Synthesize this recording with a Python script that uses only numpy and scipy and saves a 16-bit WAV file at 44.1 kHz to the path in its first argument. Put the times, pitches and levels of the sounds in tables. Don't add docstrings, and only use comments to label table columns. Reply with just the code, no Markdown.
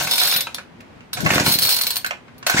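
import sys
import numpy as np
from scipy import signal
from scipy.fft import rfft, irfft
from scipy.io import wavfile
from scipy.ndimage import uniform_filter1d

SR = 44100
rng = np.random.default_rng(int(sys.argv[2]) if len(sys.argv) > 2 else 0)


def field_ratio(decibels):
    return 10 ** (np.asarray(decibels, dtype=float) / 20)


def pcm_store(signal):
    levels = np.round(np.clip(np.atleast_2d(signal), -1, 1) * 32767)
    wavfile.write(sys.argv[1], SR, levels.astype(np.int16).T)


N = 114660
T = np.arange(N) / SR

# [Hz, dB per Hz]
RUMBLE_SPECTRUM = [(15, -48), (25, -41), (86, 1.5), (141, 7), (384, -4.5), (454, -15), (700, -5),
                   (910, -35.5), (1540, -120)]


def unit(x):
    return x / np.sqrt(np.mean(x ** 2))


def butter(x, order, hz, kind="low"):
    return signal.lfilter(*signal.butter(order, hz, kind, fs=SR), x)


def colour(x, points):
    point_hz, point_db = np.array(points, float).T
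    bin_hz = np.arange(2049) * SR / 4096
    db = np.interp(np.log(bin_hz + 9), np.log(point_hz), point_db)
    cepstrum = irfft(db * np.log(10) / 20)
    cepstrum[1:2048] *= 2
    cepstrum[2049:] = 0
    h = irfft(np.exp(rfft(cepstrum)))
    h = h / np.sqrt(np.sum(h ** 2))
    return signal.fftconvolve(x, np.atleast_2d(h), axes=1)[:, :N]


def curve(tables):
    gain = np.zeros(N)
    for rows in tables:
        time_s, level_db = np.array(rows, float).T
        gain += field_ratio(np.interp(T, time_s, level_db, left=-120, right=-120))
    return uniform_filter1d(gain, size=200, mode="nearest")


def grit(spread_db, channels=1):
    shared = 0.3
    own = rng.standard_normal((channels, N))
    noise = np.sqrt(shared) * rng.standard_normal(N) + np.sqrt(1 - shared) * own
    return unit(noise * field_ratio(spread_db * rng.exponential(size=N)))


def walk(rate_hz):
    hold = int(SR / rate_hz)
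    steps = np.repeat(rng.standard_normal(N // hold + 1), hold)
    return uniform_filter1d(steps, hold)[:N]


def bursts(rows, rise_s, fall_s):
    time_s, level_db = np.array(sorted(rows), float).T
    env = np.bincount((time_s * SR).astype(int), field_ratio(level_db), N)
    for tau_s in (rise_s, fall_s):
        env = signal.lfilter([1], [1, -np.exp(-1 / (tau_s * SR))], env)
    return env / (rise_s * SR), np.searchsorted(time_s, T)


def mode_pole(hz, width_hz):
    return np.exp((2j * np.pi * hz - np.pi * width_hz) / SR)


def resonate(x, modes, which, scatter_db):
    mono_below_hz = 1560
    out = 0
    luck = rng.standard_normal((which.max() + 1, len(modes), 3))
    for k, (hz, width_hz, db) in enumerate(modes):
        strength = field_ratio(db + scatter_db * luck[:, k, 0])
        gain = strength * np.exp(1j * min(hz / mono_below_hz, 1) * luck[:, k, 1:].T)
        ring = np.imag(signal.lfilter([1], [1, -mode_pole(hz, width_hz)], x * gain[:, which]))
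        out = out + np.sqrt(2 * np.pi * width_hz / SR) * ring
    return out


def sing(hz, tables):
    phase = 2 * np.pi * np.cumsum(hz + 2.4 * walk(25)) / SR
    return np.sqrt(2) * curve(tables) * field_ratio(0.88 * walk(61)) * np.sin(phase + np.array([[0], [1.4]]))


def ratchet():
    # [s, dB]
    first_clicks = [(0.0218, -20), (0.069, -26), (0.1097, -11.5), (0.1339, -13.5), (0.155, -15.5),
                    (0.1795, -12), (0.198, -13), (0.214, -14), (0.2333, -12), (0.2494, -18.5),
                    (0.2706, -12), (0.2934, -20.5), (0.3115, -17), (0.3374, -14), (0.3614, -10.5),
                    (0.4056, -9), (0.544, -16), (0.806, -42.5)]
    later_clicks = [(1.1303, -15), (1.2037, -23), (1.46, -18.5), (1.481, -17.5), (1.497, -15),
                    (1.5204, -10.5), (1.5374, -12), (1.5858, -8.5), (1.619, -11.5), (1.632, -16),
                    (1.6494, -11), (1.6694, -16.5), (1.6894, -9.5), (1.7025, -17), (1.721, -14.5),
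                    (1.7414, -15), (1.7624, -13.5), (1.786, -14.5), (1.8105, -9.5), (1.8337, -14.5),
                    (1.8662, -11), (1.9036, -11.5), (1.9559, -14.5), (1.9654, -13), (2.0454, -24),
                    (2.0612, -19), (2.379, -39.5), (2.4648, -10.5), (2.4964, -14)]
    # [s, dB]
    drag_levels = [
        [(0, -36), (.1, -34.5), (.2, -21.5), (.28, -22), (.36, -35), (.45, -44)],
        [(1.13, -49), (1.2, -49), (1.3, -32.5), (1.46, -27.5), (1.6, -32.5), (1.66, -20.5), (1.79, -31.5),
         (1.95, -39.5)],
    ]
    # [Hz, Hz, dB]
    first_cup = [(3550, 43, -1), (3900, 32, -3), (4340, 60, -2), (5110, 59, -6), (8050, 39, -11),
                 (9330, 27, -3), (10100, 27, -7), (10800, 72, -16), (12300, 33, -16), (13400, 48, -5),
                 (13900, 37, -2), (14200, 80, -7), (15200, 110, -15), (15700, 43, -17)]
    later_cup = [(4050, 41, -4), (4330, 120, 0), (5110, 160, -7), (8050, 53, -8), (9330, 42, -6),
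                 (9840, 63, -9), (10800, 54, -10), (12500, 54, -12), (13000, 35, -3), (13400, 87, -4),
                 (13900, 34, -6), (14200, 45, -5), (15200, 61, -9), (15700, 67, -11)]
    # [Hz, dB per Hz]
    crack_spectrum = [(240, -43), (400, -15.5), (1870, -11.5), (4240, -3), (8760, -16), (9920, -3.5),
                      (11400, -16.5), (13700, -8.5), (16000, -27.5)]
    # [s, dB]
    washer_levels = [
        [(.24, -48), (.31, -32), (.38, -32), (.45, -40), (.53, -54), (.66, -70)],
    ]
    # [s, dB]
    rim_levels = [
        [(.11, -42), (.2, -33), (.3, -37), (.45, -52)],
        [(1.48, -40), (1.76, -35), (1.84, -37), (1.93, -52)],
    ]
    held_s, regrip_s, held_db = 0.395, 1.455, -5.5
    low_modes_db, low_damping, high_damping = 2, 0.6, 0.76

    clicks = list(first_clicks) + list(later_clicks)
    env, which = bursts(clicks, rise_s=0.002, fall_s=0.0056)
    env = env + field_ratio(4.5) * curve(drag_levels) * field_ratio(5.3 * walk(58.93))
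    held = (T > held_s) & (T < regrip_s)
    hits = env * grit(2.17) * np.where(held, field_ratio(held_db), 1)
    ring = 0
    for cup, grip in ((first_cup, T < regrip_s), (later_cup, T >= regrip_s)):
        modes = []
        for hz, width_hz, db in cup:
            if hz < 6000:
                modes.append((hz, low_damping * width_hz, db + low_modes_db))
            else:
                modes.append((hz, high_damping * width_hz, db))
        ring = ring + resonate(hits * grip, modes, which, scatter_db=1)

    tooth_lag_s = 0.00192
    teeth = bursts([(t + tooth_lag_s, db) for t, db in clicks], rise_s=0.00014, fall_s=0.00074)[0]
    crack = colour((env + field_ratio(4.0) * teeth) * grit(1.2, channels=2), crack_spectrum)
    singing = sing(3892, washer_levels) + sing(4393, rim_levels)
    return singing + field_ratio(-7) * ring + field_ratio(-6) * crack


def knocks():
    # [s, dB]
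    blows = [(0.0094, -14.5), (0.0717, -14.5), (0.1775, -18.5), (0.213, -13), (0.2395, -24), (0.3225, -18),
             (0.384, -20), (1.2905, -14.5), (1.3555, -11.5), (1.4275, -27), (1.684, -16.5), (1.7885, -24),
             (1.867, -24), (0.2524, -18.5), (0.2733, -29), (0.3461, -19), (0.36, -17), (0.469, -19.5),
             (0.582, -23), (0.8041, -40), (1.0057, -42), (1.1298, -30.5), (1.1708, -17.5), (1.2033, -21),
             (1.261, -7.5), (1.3029, -7), (1.335, -16.5), (1.3786, -9), (1.3974, -11.5), (1.4626, -10.5),
             (2.0443, -17.5), (2.061, -20.5), (2.1075, -14), (2.281, -40.5), (2.4269, -26.5), (2.465, -6),
             (2.4966, -11), (2.5375, -15)]
    # [Hz, Hz, dB]
    housing_modes = [(756, 180, -6.5), (1130, 110, -15), (1543, 226, 2.5), (2260, 700, -1), (2590, 390, 1),
                     (4230, 430, -8.5), (6240, 2500, 1.5)]
    contact, which = bursts(blows, rise_s=0.00074, fall_s=0.0043)
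    rattle = bursts(blows, rise_s=0.0052, fall_s=0.016)[0]
    soft = butter((contact + field_ratio(-13) * rattle) * grit(2.47), 2, 5060)
    return field_ratio(-5) * butter(resonate(soft, housing_modes, which, scatter_db=2.5), 2, 600, "high")


def rope():
    # [s, dB]
    rub_levels = [
        [(0, -25.5), (.06, -31), (.17, -33), (.3, -34), (.45, -51), (.6, -53.5)],
        [(1.13, -57), (1.18, -31.5), (1.235, -42), (1.255, -28.5), (1.42, -28), (1.5, -28), (1.6, -43),
         (1.9, -35.5), (2.0, -48), (2.2, -69)],
        [(2.42, -79), (2.462, -48), (2.47, -25.5), (2.53, -31), (2.6, -19.5)],
    ]
    # [Hz, dB per Hz]
    rasp_spectrum = [(180, -28.5), (300, -13), (946, 2.5), (1120, -1), (1230, -24.5), (1410, 4),
                     (1870, -3.5), (6520, -3.5), (16000, -24.5)]
    # [s, s, Hz, Hz, dB]
    squeal_row = (2.556, 2.593, 1450, 2350, -16)
    start_s, end_s, low_hz, high_hz, peak_db = squeal_row
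    u = np.clip((T - start_s) / (end_s - start_s), 0, 1)
    hz = (low_hz + (high_hz - low_hz) * u ** 1.6) * (1 + 0.08 * walk(880))
    level = field_ratio(peak_db + 2 + 3 * walk(300)) * np.sin(np.pi * u ** 2.0)
    squeal = level * np.sin(2 * np.pi * np.cumsum(hz) / SR)
    squeal = squeal * (1 + field_ratio(8.0) * np.exp(-((T - 2.5847) / .001) ** 2))
    rub = curve(rub_levels) * field_ratio(3.2 * walk(90) + 1.15)
    rasp = colour(rub * grit(1.9, channels=2), rasp_spectrum)
    return squeal * field_ratio(np.array([[1.5], [-1.5]])) + rasp


def engine():
    # [s, dB]
    exhaust_puffs = [(0.3615, -27), (1.2618, -16.5), (1.2827, -23.5), (1.3351, -18), (1.3519, -20.5),
                     (1.3996, -28), (1.452, -23), (1.5105, -22.5), (2.5669, -23), (1.316, -13), (1.362, -9),
                     (1.376, -20), (1.4093, -9.5), (1.4262, -26), (1.4686, -16), (1.481, -10.5),
                     (1.558, -19), (2.5471, -13), (2.598, -9.5)]
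    # [s, dB]
    crank_levels = [
        [(0, -27.5), (.1, -46), (.5, -56)],
        [(1.15, -37), (1.23, -40), (1.26, -26), (1.35, -48), (1.5, -43), (1.62, -36.5), (1.75, -47.5)],
        [(2.46, -49), (2.53, -44), (2.6, -34)],
    ]
    puff = 0
    for time_s, db in exhaust_puffs:
        length_ms = 5.2 - 0.04 * db
        u = (T - time_s) * 1000 / length_ms
        shape = np.tanh(u / .1) * np.exp(-np.abs(u) / .3) * np.where(u < 0, 2.6, 1.7)
        puff = puff - field_ratio(db) * shape
    puff = signal.filtfilt(*signal.butter(1, 90, "high", fs=SR), puff, padtype=None)
    pole = mode_pole(181, 23)
    ring = np.real(signal.lfilter([1 - abs(pole)], [1, -pole], puff))
    rumble = colour(curve(crank_levels) * field_ratio(4.1 * walk(39.6) - 2.5) * grit(0), RUMBLE_SPECTRUM)
    return puff + field_ratio(-17) * ring + rumble


def gust():
    # [s, dB]
    gust_levels = [
        [(1.17, -40), (1.185, -27), (1.225, -21), (1.27, -22), (1.3, -36), (1.55, -46)],
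    ]
    wind = curve(gust_levels) * field_ratio(3.0 * walk(60)) * grit(0)
    return colour(wind, RUMBLE_SPECTRUM) * np.array([[1], [0]])


def shop():
    # [Hz, dB per Hz]
    hum_spectrum = [(15, -94.5), (25, -2), (206, -6.5), (263, -3), (293, -11), (363, -12), (516, -14),
                    (2350, -23.5), (16000, -55.5)]
    mid, side = colour(rng.standard_normal((2, N)) * field_ratio(0.86 * walk(6.7)), hum_spectrum)
    side = butter(side, 1, 300, "high")
    return field_ratio(-45.5) * (mid + side * np.array([[1], [-1]]))


def walls(dry):
    t60_s, first_echo_s, top_hz = 0.22, 0.004, 6450
    t = T[:SR // 2]
    tail = rng.standard_normal((2, len(t))) * 1000 ** (-t / t60_s) * (t > first_echo_s)
    tail[1] = tail[0] + butter(tail[1] - tail[0], 2, 400, "high")
    tail = unit(butter(tail, 1, top_hz)) / np.sqrt(len(t))
    return field_ratio(-10.5) * signal.fftconvolve(dry, tail, axes=1)[:, :N]


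def scene():
    dry = ratchet() + knocks() + rope() + engine()
    return dry + walls(dry) + gust() + shop()


def roll_off(x):
    return signal.sosfilt(signal.butter(12, 16500, fs=SR, output="sos"), x)


def record(dry):
    port_lag_samples, split_hz, bass_left_db, treble_left_db = 6, 1200, 1, -0.5
    x = np.array([np.pad(dry[0], (port_lag_samples, 0))[:N], dry[1]])
    low = butter(x, 1, split_hz)
    sides = np.array([[.5], [-.5]])
    x = low * field_ratio(sides * bass_left_db) + (x - low) * field_ratio(sides * treble_left_db)
    x = signal.filtfilt(*signal.butter(2, 62.6, "high", fs=SR), x)
    x = np.tanh(x)
    mix = signal.sosfilt(signal.ellip(8, .2, 60, 16000, fs=SR, output="sos"), x)
    return roll_off(mix)


dry = scene()
out = record(dry)
pcm_store(out)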